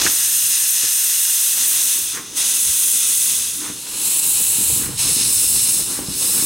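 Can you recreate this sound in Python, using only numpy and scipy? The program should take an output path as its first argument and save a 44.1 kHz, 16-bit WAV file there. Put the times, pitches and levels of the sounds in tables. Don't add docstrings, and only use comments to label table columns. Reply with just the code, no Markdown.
import sys
import numpy as np
from scipy import signal
from scipy.fft import rfft, irfft
from scipy.io import wavfile
from scipy.ndimage import uniform_filter1d

SR = 44100
rng = np.random.default_rng(int(sys.argv[2]) if len(sys.argv) > 2 else 0)


def store_pcm(level_fs):
    pcm = np.round(np.clip(level_fs, -1, 1) * 32767).astype(np.int16)
    wavfile.write(sys.argv[1], SR, np.atleast_2d(pcm).T)


N = 284445
T = np.arange(N) / SR
FREQS = np.maximum(np.arange(N // 2 + 1) * SR / N, 1)
TOP_HZ = 15850


def undb(db):
    return 10 ** (np.asarray(db) / 20)


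def unit(x):
    return x / np.sqrt(np.mean(x ** 2))


def curves(table):
    times, *columns = np.transpose(table)
    return [np.interp(T, times, column) for column in columns]


def colour(points):
    hz, db = np.transpose(points)
    return undb(np.interp(np.log(FREQS), np.log(hz), db))


def random_spectrum():
    return rng.standard_normal(2 * len(FREQS)).view(complex)


def walk(rate_hz):
    slow_enough = 1 / (1 + (FREQS / rate_hz) ** 4)
    no_drift = FREQS / (FREQS + rate_hz / 4)
    return unit(irfft(random_spectrum() * slow_enough * no_drift, N))


def swells(table):
    total = 0
    for moment, db, rise, decay in table:
        before = np.minimum(T - moment, 0)
        after = np.maximum(T - moment, 0)
        total = total + undb(db) * np.exp(-(before / rise) ** 2 - after / decay)
    return total


def spells(table):
    return sum(height * np.exp(-np.minimum(((T - moment) / length) ** 2, 20))
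               for moment, height, length in table)


# (frequency [Hz], level [dB])
STEREO_WIDTH = [(30, -15), (140, -8), (300, -10), (700, -10), (1290, -17), (2380, -15), (4400, -12),
                (8120, -19), (15000, -25)]


def noise(gain):
    mid = irfft(random_spectrum() * gain, N)
    side = irfft(random_spectrum() * gain * colour(STEREO_WIDTH), N)
    return np.array([mid + side, mid - side]) / np.std(mid)


def widen(x):
    scatter = rng.standard_normal(SR // 50)
    side = signal.fftconvolve(x, scatter / np.linalg.norm(scatter))[:N]
    side = irfft(rfft(side) * colour(STEREO_WIDTH), N)
    return np.array([x + side, x - side])


# (port opens [s], rise [s], steam cut off [s],
# sag as the steam expands [dB/s], exhaust opens [s], level when dry [dB], gush when dry and strong [dB],
# sizzle when dry and strong [dB])
PISTON_STROKES = [(-0.17, 0.21, 1.93, 43, 2.16, -18.5, -5.5, -5.5),
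                  (2.345, 0.029, 3.33, 38, 3.68, -17.5, -7.5, -7.2),
                  (3.84, 0.21, 4.766, 75, 4.86, -17.5, -10.5, -7),
                  (4.962, 0.033, 5.73, 38, 5.98, -16.5, -9, -9),
                  (6.03, 0.19, 6.59, 40, 6.78, -18, -9.5, -6)]
# (time [s], level when dry [dB])
STEAM_LEAK = [(2.3, -39), (3.75, -33.6), (4.9, -31.5), (6.05, -33)]
# (time [s], wetness [0-1], half length [s])
WET_STEAM = [(0.053, .85, .05), (0.633, 0.2, 0.031), (0.85, 0.7, 0.066), (3.035, 0.66, .05),
             (3.37, 0.46, 0.14), (4.595, .3, 0.055), (5.223, 0.8, 0.055), (5.6, .7, 0.022)]
OPENING_DB = 19
EXHAUST_DB_PER_S = 163
FLUSH_S = 0.23
WET_LEVEL_DB, WET_GUSH_DB, WET_SIZZLE_DB = -2, 5, -4
SLACK_GUSH, SLACK_SIZZLE = 0.36, 0.21
SILENT_DB = -120


def cylinder_flow():
    opens, *_, gush, sizzle = np.transpose(PISTON_STROKES)
    power = undb(curves(STEAM_LEAK)[0]) ** 2
    wet = spells(WET_STEAM)
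    for start, rise, cut_off, sag, exhaust, db, *_ in PISTON_STROKES:
        opening = np.minimum((T - start) / rise - 1, 0)
        expansion_db = sag * np.maximum(T - cut_off, 0)
        exhaust_db = EXHAUST_DB_PER_S * np.maximum(T - exhaust, 0)
        stroke_db = db + OPENING_DB * opening - expansion_db - exhaust_db
        power = power + undb(np.maximum(stroke_db, SILENT_DB)) ** 2
        wet = wet + np.maximum(1 + opening, 0) * spells([(start, 1, FLUSH_S)])
    level_db = 10 * np.log10(power)
    slack_db = level_db.max() - level_db
    stroke = np.maximum(np.searchsorted(opens, T) - 1, 0)
    gush_db = uniform_filter1d(gush[stroke], size=SR // 20)
    sizzle_db = uniform_filter1d(sizzle[stroke], size=SR // 20)
    return (level_db + WET_LEVEL_DB * wet,
            gush_db + WET_GUSH_DB * wet + SLACK_GUSH * slack_db,
            sizzle_db + WET_SIZZLE_DB * wet - SLACK_SIZZLE * slack_db)


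def jet_colours(body, pipe):
    ripple_db = 0
    for hz, width, *early_and_late_db in pipe:
        bump = np.exp(-(2 * (FREQS - hz) / width) ** 2)
        ripple_db = ripple_db + np.outer(early_and_late_db, bump)
    return list(colour(body) * undb(ripple_db) / np.hypot(1, 140 / FREQS))


def chokes(per_s, length_s, depth_db):
    drops = (rng.random(N) < per_s / SR) * rng.uniform(0.63, 1, N)
    dips = np.minimum(signal.fftconvolve(drops, np.hanning(int(length_s * SR)), "same"), 1)
    return -depth_db * (dips - dips.mean())


# (frequency [Hz], level [dB])
NEAR_JET = [(150, -31), (700, -31), (1200, -22.5), (2500, -10), (5500, -9.5), (9000, 1.8), (12500, -8),
            (16000, -11.5)]
NEXT_JET = [(150, -37), (700, -33), (1200, -22), (2500, -20), (5500, -9), (9000, -4), (12500, -8.5),
            (16000, -12)]
# (frequency [Hz], width [Hz], level early in its approach [dB], level late [dB])
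NEAR_PIPE = [(1015, 140, 3, 5), (1767, 200, 1, -9), (2260, 430, -8, -7.5), (2780, 290, 1, -0.5),
             (3105, 220, -5, -4), (3530, 630, 0.5, 3.5), (4620, 570, -4.5, -3), (5200, 450, 4, 1.5),
             (6270, 1020, 5.5, 5), (7320, 330, -3.5, -3), (9300, 730, 1, -1), (10160, 630, -1, 3.5),
             (10910, 340, -2, -0.5), (11500, 420, 5.5, -3), (13400, 960, 4.0, 1)]
NEXT_PIPE = [(877, 400, 11, 8), (2686, 860, 8.5, 8), (3235, 190, -1, -8), (3950, 1930, 6, 8),
             (4690, 470, -7, -2.5), (5260, 580, -1.5, 6.5), (5840, 520, -3.5, 1.5), (6540, 440, 1.5, 6),
             (6880, 470, -0.5, -4), (8020, 1270, 4.5, 5.5), (9180, 1100, 1.5, 5), (10300, 1000, 5, 5.5),
             (11260, 440, 4.5, 3.5), (12670, 660, -6, -2), (13320, 690, -1, -7)]
# (time [s], stage [0, 1: near jet early, late; 2, 3: next jet early, late])
JET_STAGE = [(0.9, 0), (2.3, 1), (3.72, 1), (3.84, 2), (4.7, 2), (5.25, 3)]
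# (time [s], dip [dB], half length [s])
NOZZLE_BLOCKAGES = [(1.555, 3, 0.014), (4.093, 3.5, .007), (4.21, 3.5, 0.0073), (5.86, 3, 0.031)]
# (time [s], level [dB], rise [s], decay [s])
WATER_SLUGS = [(0.04, -21.5, 0.11, 0.07), (0.85, -37, 0.03, .04), (1.58, -33, 0.033, 0.06),
               (1.82, -37, 0.17, .06), (2.40, -30, 0.04, 0.08), (3.87, -38, 0.02, 0.19),
               (5.04, -34.5, 0.035, 0.12)]
# (frequency [Hz], level [dB])
WATER_COLOUR = [(40, -36), (200, -1), (600, -5.5), (1100, 0), (2000, -3), (3500, 0.5), (6000, 2.5),
                (10000, -11)]


def drain_cocks(sputter_db, choke_db):
    level_db, gush_db, sizzle_db = cylinder_flow()
    stage, = curves(JET_STAGE)
    shapes = jet_colours(NEAR_JET, NEAR_PIPE) + jet_colours(NEXT_JET, NEXT_PIPE)

    def eddies(share):
        total = 0
        for k, shape in enumerate(shapes):
            blend = np.sqrt(np.maximum(1 - abs(stage - k), 0))
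            total = total + noise(shape * np.sqrt(share)) * blend
        return total

    large = 1 / (1 + (FREQS / 6700) ** 16)
    fine = 1 / (1 + (11800 / FREQS) ** 20)
    water = walk(rate_hz=11)
    gush_db = gush_db + 0.01 + sputter_db * water + 0.58 * walk(rate_hz=88)
    sizzle_db = sizzle_db + 1.0 - choke_db * water + 0.85 * walk(rate_hz=83)
    gush = eddies(large) * undb(gush_db)
    core = eddies((1 - large) * (1 - fine)) * undb(0.46 * walk(rate_hz=25))
    sizzle = eddies(fine * (FREQS < TOP_HZ)) * undb(sizzle_db)
    slugs = noise(colour(WATER_COLOUR)) * swells(WATER_SLUGS) * undb(2.7 * walk(rate_hz=89))
    flow_db = level_db + chokes(per_s=2, length_s=0.014, depth_db=2.5) - spells(NOZZLE_BLOCKAGES)
    return (gush + core + sizzle) * undb(flow_db) + slugs


# (time [s], grinding level [dB], deep rumble level [dB])
WHEEL_ROLL = [(0.0, -46, -48), (0.12, -51, -54), (0.57, -56.5, -63), (1.38, -57, -71), (1.67, -48.5, -60.5),
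              (1.98, -50, -57), (2.35, -47, -56), (2.82, -51, -58.5), (3.3, -48.5, -54),
              (4.13, -43.5, -54.5), (4.58, -46, -46), (4.76, -40.5, -39), (5.55, -44, -43),
              (5.84, -40, -44), (5.98, -39.5, -45.5), (6.45, -39, -48)]
GRIND_BOOST_DB, RUMBLE_BOOST_DB = 3, 2.5
# (frequency [Hz], level [dB])
GRIND_COLOUR = [(120, -7), (200, -0.5), (300, 1.5), (380, -2.5), (500, -5), (630, -14.5), (1100, -10),
                (2500, -18.5)]
RUMBLE_COLOUR = [(18, -24), (30, -11), (50, -3), (90, -1.5), (130, -0.5), (200, -7.5), (400, -42)]
# (time [s], level [dB], rise [s], decay [s])
TRACK_JOLTS = [(0.07, -39, 0.087, .035), (0.47, -50, .05, .04), (2.70, -42, 0.033, .035),
               (4.31, -42, .03, .05), (4.78, -41, .04, .05)]


def wheels():
    roll_db, deep_db = curves(WHEEL_ROLL)
    grind_db = roll_db + GRIND_BOOST_DB + 2.5 * walk(rate_hz=11.6)
    rumble_db = deep_db + RUMBLE_BOOST_DB + 1.5 * walk(rate_hz=9)
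    bass_cut = 1 / (1 + (110 / FREQS) ** 4)
    grind = noise(colour(GRIND_COLOUR) * bass_cut) * undb(grind_db)
    rumble = noise(colour(RUMBLE_COLOUR)) * np.hypot(undb(rumble_db), swells(TRACK_JOLTS))
    return grind + rumble


CLATTER_PER_S, CLATTER_HZ = 10, 500
CLATTER_DB, CLATTER_SPREAD_DB = 6, 2


def clatter():
    roll_db, _ = curves(WHEEL_ROLL)
    moments = np.flatnonzero(rng.random(N) < CLATTER_PER_S / SR)
    level_db = roll_db + CLATTER_DB + CLATTER_SPREAD_DB * rng.uniform(-1, 1, N)
    return [(T[i], level_db[i], CLATTER_HZ) for i in moments]


def strike(blows, modes, rattle, rattle_s):
    t = T[:SR // 3]
    ring = 0
    for hz, db, t60 in modes:
        ring = ring + undb(db) * np.cos(2 * np.pi * hz * t) * np.exp(-np.log(1000) * t / t60)
    out = np.zeros(N + len(t))
    for moment, db, hard_hz in blows:
        push = rattle * rng.standard_normal(len(t)) * np.exp(-t / rattle_s)
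        push[0] += 1
        softness = signal.butter(2, min(hard_hz, SR / 3), fs=SR, output="sos")
        hit = signal.sosfilt(softness, signal.fftconvolve(push, ring)[:len(t)])
        start = max(int(moment * SR), 0)
        out[start:start + len(t)] += undb(db) * hit / np.abs(hit).max()
    return out[:N]


# (time [s], peak level [dB], hardness as cut-off [Hz])
FRAME_KNOCKS = [(0.053, -17, 600), (0.835, -29, 650), (2.195, -27, 900), (3.70, -25.5, 510),
                (4.585, -23.5, 200), (4.608, -20.5, 450), (4.70, -25, 500), (4.762, -23, 250),
                (4.797, -24.5, 193), (4.89, -23, 350), (5.055, -26, 200), (5.166, -23, 300),
                (5.21, -24, 300), (5.99, -17, 850), (6.085, -19, 160), (6.294, -27, 399), (6.39, -24, 350),
                (6.425, -20, 600)]
# (frequency [Hz], level [dB], time to fall 60 dB [s])
FRAME_MODES = [(130, -10, .09), (201, -2, 0.092), (253, -4.5, 0.12), (294.5, -1, 0.087), (347, -2.5, 0.061),
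               (445, -5, 0.054), (620, -10, 0.026), (804, -3, 0.068), (1090, -12, .05), (1500, -14, .03),
               (2000, -12, .02)]
# (time [s], peak level [dB], hardness as cut-off [Hz])
COUPLING_CLANKS = [(0.0644, -6.5, 3000), (0.0705, -12, 2200)]
# (frequency [Hz], level [dB], time to fall 60 dB [s])
COUPLING_MODES = [(940, -15, 0.035), (1100, -12, .02), (1334, -6, 0.044), (1570, 5, 0.016),
                  (1690, -5, 0.051), (1780, 0, .016), (1880, -8, 0.014)]
# (time [s], level [dB], rise [s], decay [s])
FRAME_GROANS = [(3.60, -35.5, 0.02, .08)]
GROAN_HZ, GROAN_WIDTH_HZ = 303, 65


def running_gear():
    knocks = strike(FRAME_KNOCKS + clatter(), FRAME_MODES, rattle=0.04, rattle_s=0.019)
    clanks = strike(COUPLING_CLANKS, COUPLING_MODES, rattle=0.3, rattle_s=0.002)
    groan_colour = 1 / (1 + (2 * (FREQS - GROAN_HZ) / GROAN_WIDTH_HZ) ** 2)
    groan = noise(groan_colour) * swells(FRAME_GROANS)
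    return groan + widen(knocks + clanks)


# (time [s], level [dB], rise [s], decay [s])
EXHAUST_BEATS = [(2.175, -32.5, 0.036, 0.049), (3.68, -34, 0.071, 0.032), (4.85, -35, 0.04, 0.05),
                 (5.99, -37, 0.055, 0.02), (6.42, -38, 0.12, .06)]
# (frequency [Hz], level [dB])
EXHAUST_COLOUR = [(100, -19), (300, 2), (620, -13), (1050, 0), (1500, -1.5), (2000, -1.5), (2600, -7),
                  (6000, -26)]


def chimney():
    return noise(colour(EXHAUST_COLOUR)) * swells(EXHAUST_BEATS) * undb(0.83 * walk(rate_hz=60))


def scene():
    return drain_cocks(sputter_db=0.66, choke_db=0.9) + wheels() + running_gear() + chimney()


def record(dry):
    return signal.sosfilt(signal.ellip(12, 0.1, 80, TOP_HZ, fs=SR, output="sos"), dry)


dry = scene()
out = record(dry)
store_pcm(out)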